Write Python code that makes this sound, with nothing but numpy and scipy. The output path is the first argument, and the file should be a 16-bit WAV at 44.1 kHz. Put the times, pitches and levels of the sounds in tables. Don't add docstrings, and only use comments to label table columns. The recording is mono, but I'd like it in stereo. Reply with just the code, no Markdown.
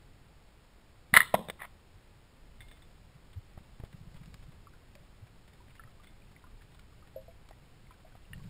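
import sys
import numpy as np
from scipy import signal
from scipy.fft import rfft, irfft
from scipy.io import wavfile
from scipy.ndimage import uniform_filter1d

SR = 44100
rng = np.random.default_rng(int(sys.argv[2]) if len(sys.argv) > 2 else 0)


def output_pcm(signal):
    pcm = np.clip(np.atleast_2d(signal).T, -1, 1) * 32767
    wavfile.write(sys.argv[1], SR, np.round(pcm).astype(np.int16))


N = 374581
AGE_S = np.arange(SR // 2) / SR
CAMERA_HZ = 12000
GULP_CYCLES = 1.35
# freq_hz, level_db
SNAP_COLOUR = [(200, -6.5), (1000, -6), (2100, 5), (2750, -9.5), (3650, 4.5), (4200, -21.5), (5500, -13.5)]


def gain_of(db):
    return 10 ** (np.asarray(db) / 20)


def evened(x):
    return x / np.sqrt(np.mean(x ** 2) + 1e-20)


def read(points, hz):
    f, value = np.transpose(points)
    return np.interp(np.log(hz + 1), np.log(f), value)


def level(curve):
    s, db = np.transpose(curve)
    return gain_of(np.interp(np.arange(N) / SR, s, db))


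def envelope(start_s, attack_s, hold_s, release_t60_s, db):
    t = np.arange(N) / SR - start_s
    attack = np.clip(t / attack_s, 0, 1) ** 1.5
    released_s = np.maximum(t - attack_s - hold_s, 0)
    return attack * gain_of(db - 60 * released_s / release_t60_s)


def add(mix, s, sound):
    part = mix[max(round(s * SR), 0):][:len(sound)]
    part += sound[:len(part)]


def colour(x, spectrum):
    hz = np.fft.rfftfreq(x.shape[-1], 1 / SR)
    gain = gain_of(read(spectrum, hz)) * (hz < CAMERA_HZ / 2)
    return irfft(rfft(x) * gain, x.shape[-1])


def noise(spectrum, size):
    return evened(colour(rng.standard_normal(size), spectrum))


def crack(spectrum, t60_s):
    fade = gain_of(-60 * AGE_S / t60_s) * (1 - np.exp(-AGE_S / 0.00062))
    burst = noise(spectrum, len(AGE_S)) * fade
    return evened(burst) * np.sqrt(np.mean(fade ** 2))


def ring(modes, pitch, length, rise_s):
    swell = 1 - np.exp(-(AGE_S / rise_s) ** 2)
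    total = 0
    for hz, db, t60_s in modes:
        fade = gain_of(db - 60 * AGE_S / (t60_s * length))
        total = total + fade * np.sin(2 * np.pi * hz * pitch * AGE_S)
    return swell * total


def rub(stroke, spectrum, rough_db, size=80):
    wander = uniform_filter1d(rng.standard_normal(N), size=size)
    slips = gain_of(rough_db * evened(wander))
    return envelope(*stroke) * evened(noise(spectrum, N) * slips)


def gulp(s, db, hz, cycles):
    half_s = cycles / hz
    u = np.arange(-4 * half_s, 4 * half_s, 1 / SR)
    turns = hz * (u + .04 * u ** 2 / half_s)
    return s + u[0], gain_of(db) * np.exp(-(u / half_s) ** 2) * np.sin(2 * np.pi * turns)


def sea_echo(x, low_t60_s, high_t60_s, wet_db):
    # freq_hz, level_db
    low_colour = [(80, 2.5), (170, 10), (400, 4.5), (700, -5), (1080, 1), (1600, -13.5), (2000, -21.5),
                  (4000, -25.5)]
    # freq_hz, level_db
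    high_colour = [(900, -16.5), (1400, -9.5), (2000, -11), (2600, -2.5), (3600, 4.5), (5000, -1)]
    tail = np.zeros(len(AGE_S))
    for spectrum, t60_s in (low_colour, low_t60_s), (high_colour, high_t60_s):
        fade = gain_of(-60 * AGE_S / t60_s) * (1 - np.exp(-AGE_S / .008))
        tail += colour(rng.standard_normal(len(AGE_S)), spectrum) * fade / np.linalg.norm(fade)
    return gain_of(wet_db) * signal.fftconvolve(x, tail)[:N]


def clack(db, pitch, length, crack_db):
    # freq_hz, level_db, t60_s
    gun_modes = [(670, -31, 0.017), (1023, -21.5, .05), (1360, -7, 0.026), (1560, -20, 0.0093),
                 (1990, 5.5, .02), (2075, -13.5, .06), (3000, -18.5, .035), (3560, -23.5, 0.025),
                 (3900, -20.5, .025)]
    # freq_hz, level_db
    crack_colour = [(60, -11), (230, -6), (400, -17), (650, -5), (1300, 5), (2100, 3.5), (2400, -13),
                    (3000, -1), (4200, -3), (5500, -19)]
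    modes = ring(gun_modes, pitch, length, rise_s=0.0011)
    return gain_of(db) * (modes + gain_of(crack_db) * crack(crack_colour, t60_s=0.015))


def sliding():
    # start_s, attack_s, hold_s, release_t60_s, level_db
    spear_stroke = (1.131, .013, .03, .11, -24.5)
    # start_s, attack_s, hold_s, release_t60_s, level_db
    line_stroke = (1.577, .043, .029, .05, -43.8)
    # freq_hz, level_db
    spear_colour = [(100, -21.5), (400, -17.5), (600, -5.5), (1200, -2), (1600, -3), (2050, 3), (2350, -12),
                    (3000, -10), (3900, -10), (5500, -29)]
    # freq_hz, level_db
    line_colour = [(300, -20), (700, -5), (1250, 0), (1600, -10), (1950, 3.5), (2700, -16), (3600, -16),
                   (5000, -41)]
    spear = rub(spear_stroke, spear_colour, rough_db=1.5)
    return spear + rub(line_stroke, line_colour, rough_db=3.5, size=200)


def shoves():
    # crest_s, level_db, pitch_hz at the crest, cycles from crest to fade
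    shove_rows = [(1.135, -24, 170, .5), (1.175, -35, 200, 1.2), (1.492, -43, 170, 1.3)]
    out = np.zeros(N)
    for row in shove_rows:
        add(out, *gulp(*row))
    return out


def shot(rebounds=2):
    # start_s, level_db, pitch_factor, ring_length_factor,
    # crack_db and first_rebound_db (both relative to the blow)
    blows = [(1.139, -5, .96, .5, -13, -16), (1.1652, -5, 1.01, 1.4, -17, -21),
             (1.1709, -2.5, .96, .62, -5, -24), (1.2039, -10.5, .94, 1.05, -18, -12.5)]
    rebound_s, rebound_loss_db = .0118, 7
    steel = sliding()
    for s, db, pitch, length, crack_db, rebound_db in blows:
        add(steel, s, clack(db, pitch, length, crack_db))
        for k in range(rebounds):
            weaker_db = db + rebound_db - k * rebound_loss_db
            add(steel, s + (k + 1) * rebound_s, clack(weaker_db, pitch=1, length=1.2, crack_db=-10))
    return steel + shoves() + sea_echo(steel, low_t60_s=.4, high_t60_s=.42, wet_db=-16.5)


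def thuds():
    # start_s, level_db, pitch_factor,
    # crack_db (relative to the blow), echo_db (relative to the blow)
    blows = [(1.34, -16, 0.64, -13.5, 0), (1.3423, -6, 1.003, -17, 0), (1.349, -21, 1.42, -4, 1),
             (1.391, -32, .65, -16, 0), (1.4855, -32, 0.83, -6, -6), (1.4985, -32, 0.71, 4, -12)]
    # freq_hz, level_db, t60_s
    body_modes = [(176, -17.5, 0.049), (560, -16, 0.0047), (693, 6.5, 0.012), (954, -10.5, 0.045)]
    out, carried = np.zeros((2, N))
    for s, db, pitch, crack_db, echo_db in blows:
        ping = ring([(3620, -1, 0.0133)], 1, 1, rise_s=.001)
        snap = crack(SNAP_COLOUR, t60_s=0.025) + ping
        body = ring(body_modes, pitch, 0.95, rise_s=0.00097)
        blow = gain_of(db) * (body + gain_of(crack_db) * snap)
        add(out, s, blow)
        add(carried, s, gain_of(echo_db) * blow)
    return out + sea_echo(carried, low_t60_s=.41, high_t60_s=.5, wet_db=-15.5)


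def shudder():
    # start_s, attack_s, hold_s, release_t60_s, level_db
    stroke = (1.14, .03, .06, .1, -44.5)
    spectrum = [(25, -0.5), (80, -10), (300, -27), (800, -37), (1200, -56.5)]  # Hz, dB
    return np.array([[1], [-1]]) * rub(stroke, spectrum, rough_db=3)


def clinks():
    # start_s, level_db, lean_db_per_octave (ring tilted toward upper modes)
    clink_rows = [(2.605, -50.5, -2), (2.683, -60, 8), (2.713, -54.5, 12), (2.821, -61, 14.5),
                  (6.07, -58, 4)]
    # freq_hz, level_db, t60_s
    spear_modes = [(2130, -5.5, 0.26), (3514, -5.5, 0.17), (2900, -11, 0.074)]
    pivot_hz = spear_modes[2][0]
    out = np.zeros(N)
    for s, db, lean_db in clink_rows:
        modes = [(hz, mode_db + lean_db * np.log2(hz / pivot_hz), t60_s)
                 for hz, mode_db, t60_s in spear_modes]
        steel = ring(modes, 1, 1, rise_s=0.00042)
        add(out, s, gain_of(db) * (steel + gain_of(4) * crack(SNAP_COLOUR, t60_s=0.048)))
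    return out


def knocks():
    # (relative, before a 15.5 dB offset)
    knock_rows = [(3.576, -44.5, -1), (3.799, -45.5, 1.5), (3.8365, -41.5, 0.5), (7.509, -43, -17),
                  (8.152, -48, -9)]
    # freq_hz, level_db
    knock_colour = [(60, -17), (350, 2), (650, 5), (1050, 0), (1400, -7), (2000, -10), (4000, -23)]
    out = np.zeros(N)
    for s, db, push_db in knock_rows:
        push = gain_of(push_db + 15.5 - 60 * AGE_S / 0.022) * np.sin(2 * np.pi * 85 * AGE_S)
        add(out, s, gain_of(db) * (crack(knock_colour, t60_s=0.027) + push))
    return out


def ticks():
    # start_s, level_db
    tick_rows = [(4.143, -52), (4.258, -51.5), (4.3419, -42.5), (4.9523, -45.5), (6.794, -49),
                 (7.4878, -47.5)]
    # freq_hz, level_db
    tick_colour = [(300, -6), (1800, -1), (4500, -4), (5500, -7)]
    out = np.zeros(N)
    for s, db in tick_rows:
        add(out, s, gain_of(db) * crack(tick_colour, t60_s=0.018))
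    return out


def air_pockets(glugs=7, scatter_db=1.5, scatter_s=.002):
    # crest_s, level_db, pitch_hz at the crest
    gulp_rows = [(1.955, -47.5, 90), (3.16, -49, 138), (3.378, -34.5, 91.5), (4.492, -44, 145),
                 (5.234, -42.5, 104), (5.856, -47, 112), (8.484, -38, 131)]
    # start_s, attack_s, hold_s, release_t60_s, level_db
    gurgle_stroke = (8.29, .04, .17, .1, -48.3)
    # freq_hz, level_db
    gurgle_colour = [(40, -8), (70, -12), (125, -1), (175, 0), (240, -20), (500, -40)]
    glug_start_s, glug_every_s, glug_db, glug_hz, glug_cycles = 3.947, .0672, -43.5, 152, 1.0
    out = rub(gurgle_stroke, gurgle_colour, rough_db=1.5, size=800)
    for row in gulp_rows:
        add(out, *gulp(*row, GULP_CYCLES))
    for k, (late, loud) in enumerate(rng.standard_normal((glugs, 2))):
        crest_s = glug_start_s + k * glug_every_s + scatter_s * late
        add(out, *gulp(crest_s, glug_db + scatter_db * loud, glug_hz, glug_cycles))
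    return out


def bubble(db, hz, rise_s, pitch=1):
    t60_at_1khz_s, size_law = .066, 1.3
    t60_s = t60_at_1khz_s * (1000 / hz) ** size_law
    return ring([(hz, db, t60_s)], pitch, 1, rise_s)


def bubbles(partner_db=-4):
    # start_s, level_db, pitch_hz, partner_pitch_factor
    pairs = [(4.67, -47.5, 1150, 1.16), (4.736, -56, 1420, 1.12), (4.953, -55, 560, 1.09),
             (5.7955, -42.5, 1345, 1.29), (5.837, -48.5, 1900, .68), (6.3633, -49, 2010, 1.14),
             (6.44, -51, 1020, 1.4), (7.1604, -36.3, 531, 1.203), (7.281, -47.5, 670, .75),
             (7.908, -51, 1010, 1.3), (8.047, -53.5, 640, 1.14), (8.333, -37, 1830, 1.54)]
    out = np.zeros(N)
    for s, db, hz, partner in pairs:
        second = bubble(db + partner_db, hz, rise_s=.00013, pitch=partner)
        add(out, s, bubble(db, hz, rise_s=.00021) - second)
    return out


def stirred(start_s=2.6, bubbles_from_s=5.6, count=30, tick_db=-55.5, bubble_db=-52.5, gulp_db=-54.5,
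            spread_db=7):
    rustle_colour = [(300, -3), (1000, -1), (2100, 1), (2800, -5), (3600, -1), (4500, -12)]  # Hz, dB
    out, end_s = np.zeros(N), N / SR
    for tick_at, bubble_at, gulp_at, size, far in rng.random((count, 5)):
        loss_db = spread_db * far
        rustle = crack(rustle_colour, t60_s=0.07)
        add(out, start_s + tick_at * (end_s - start_s), gain_of(tick_db - loss_db) * rustle)
        stray = bubble(bubble_db - loss_db, 950 * 3.4 ** size, rise_s=.0005)
        add(out, bubbles_from_s + bubble_at * (end_s - bubbles_from_s), stray)
        crest_s = start_s + gulp_at * (end_s - start_s)
        add(out, *gulp(crest_s, gulp_db - loss_db, 100 * 2 ** size, GULP_CYCLES))
    return out


def water(hiss_db=-64.0):
    # time_s, level_db
    sway = [(0.0, -60), (0.71, -65), (1.37, -58), (1.58, -62), (2.32, -64), (2.55, -57), (3.19, -61),
            (4.3, -55), (4.94, -61), (6.98, -58), (8.09, -61), (8.49, -56)]
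    # freq_hz, level_db
    rumble_colour = [(12, -2), (30, 0.5), (60, -4.5), (120, -7.5), (200, -16.5), (300, -26.5), (600, -40)]
    # freq_hz, level_db
    hiss_colour = [(30, 2.5), (250, 0), (450, -1.5), (700, -4), (1400, -8), (2200, -9.5), (3600, -13),
                   (5200, -15.5)]
    rumble = gain_of(3.4) * level(sway) * noise(rumble_colour, N)
    return rumble + gain_of(hiss_db) * noise(hiss_colour, N)


def scene():
    own_hiss = gain_of(-70.5) * rng.standard_normal((2, N))
    gun = shot() + thuds() + shudder()
    handling = clinks() + knocks() + ticks()
    air = air_pockets() + bubbles() + stirred()
    return gun + handling + air + water() + own_hiss


def record(dry):
    input_hz, edge_hz = 5650, 15600
    input_filter = signal.firwin(121, input_hz, fs=SR)[None]
    narrow = signal.oaconvolve(dry, input_filter, "same")
    sampled = signal.resample_poly(narrow, CAMERA_HZ, SR, axis=1)
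    held = np.repeat(sampled, 4, axis=1)
    out = signal.resample_poly(held, SR, 4 * CAMERA_HZ, axis=1)[:, :N]
    edge_filter = signal.firwin(255, edge_hz, window=("kaiser", 9), fs=SR)[None]
    return signal.oaconvolve(out, edge_filter, "same")


dry = scene()
out = record(dry)
output_pcm(out)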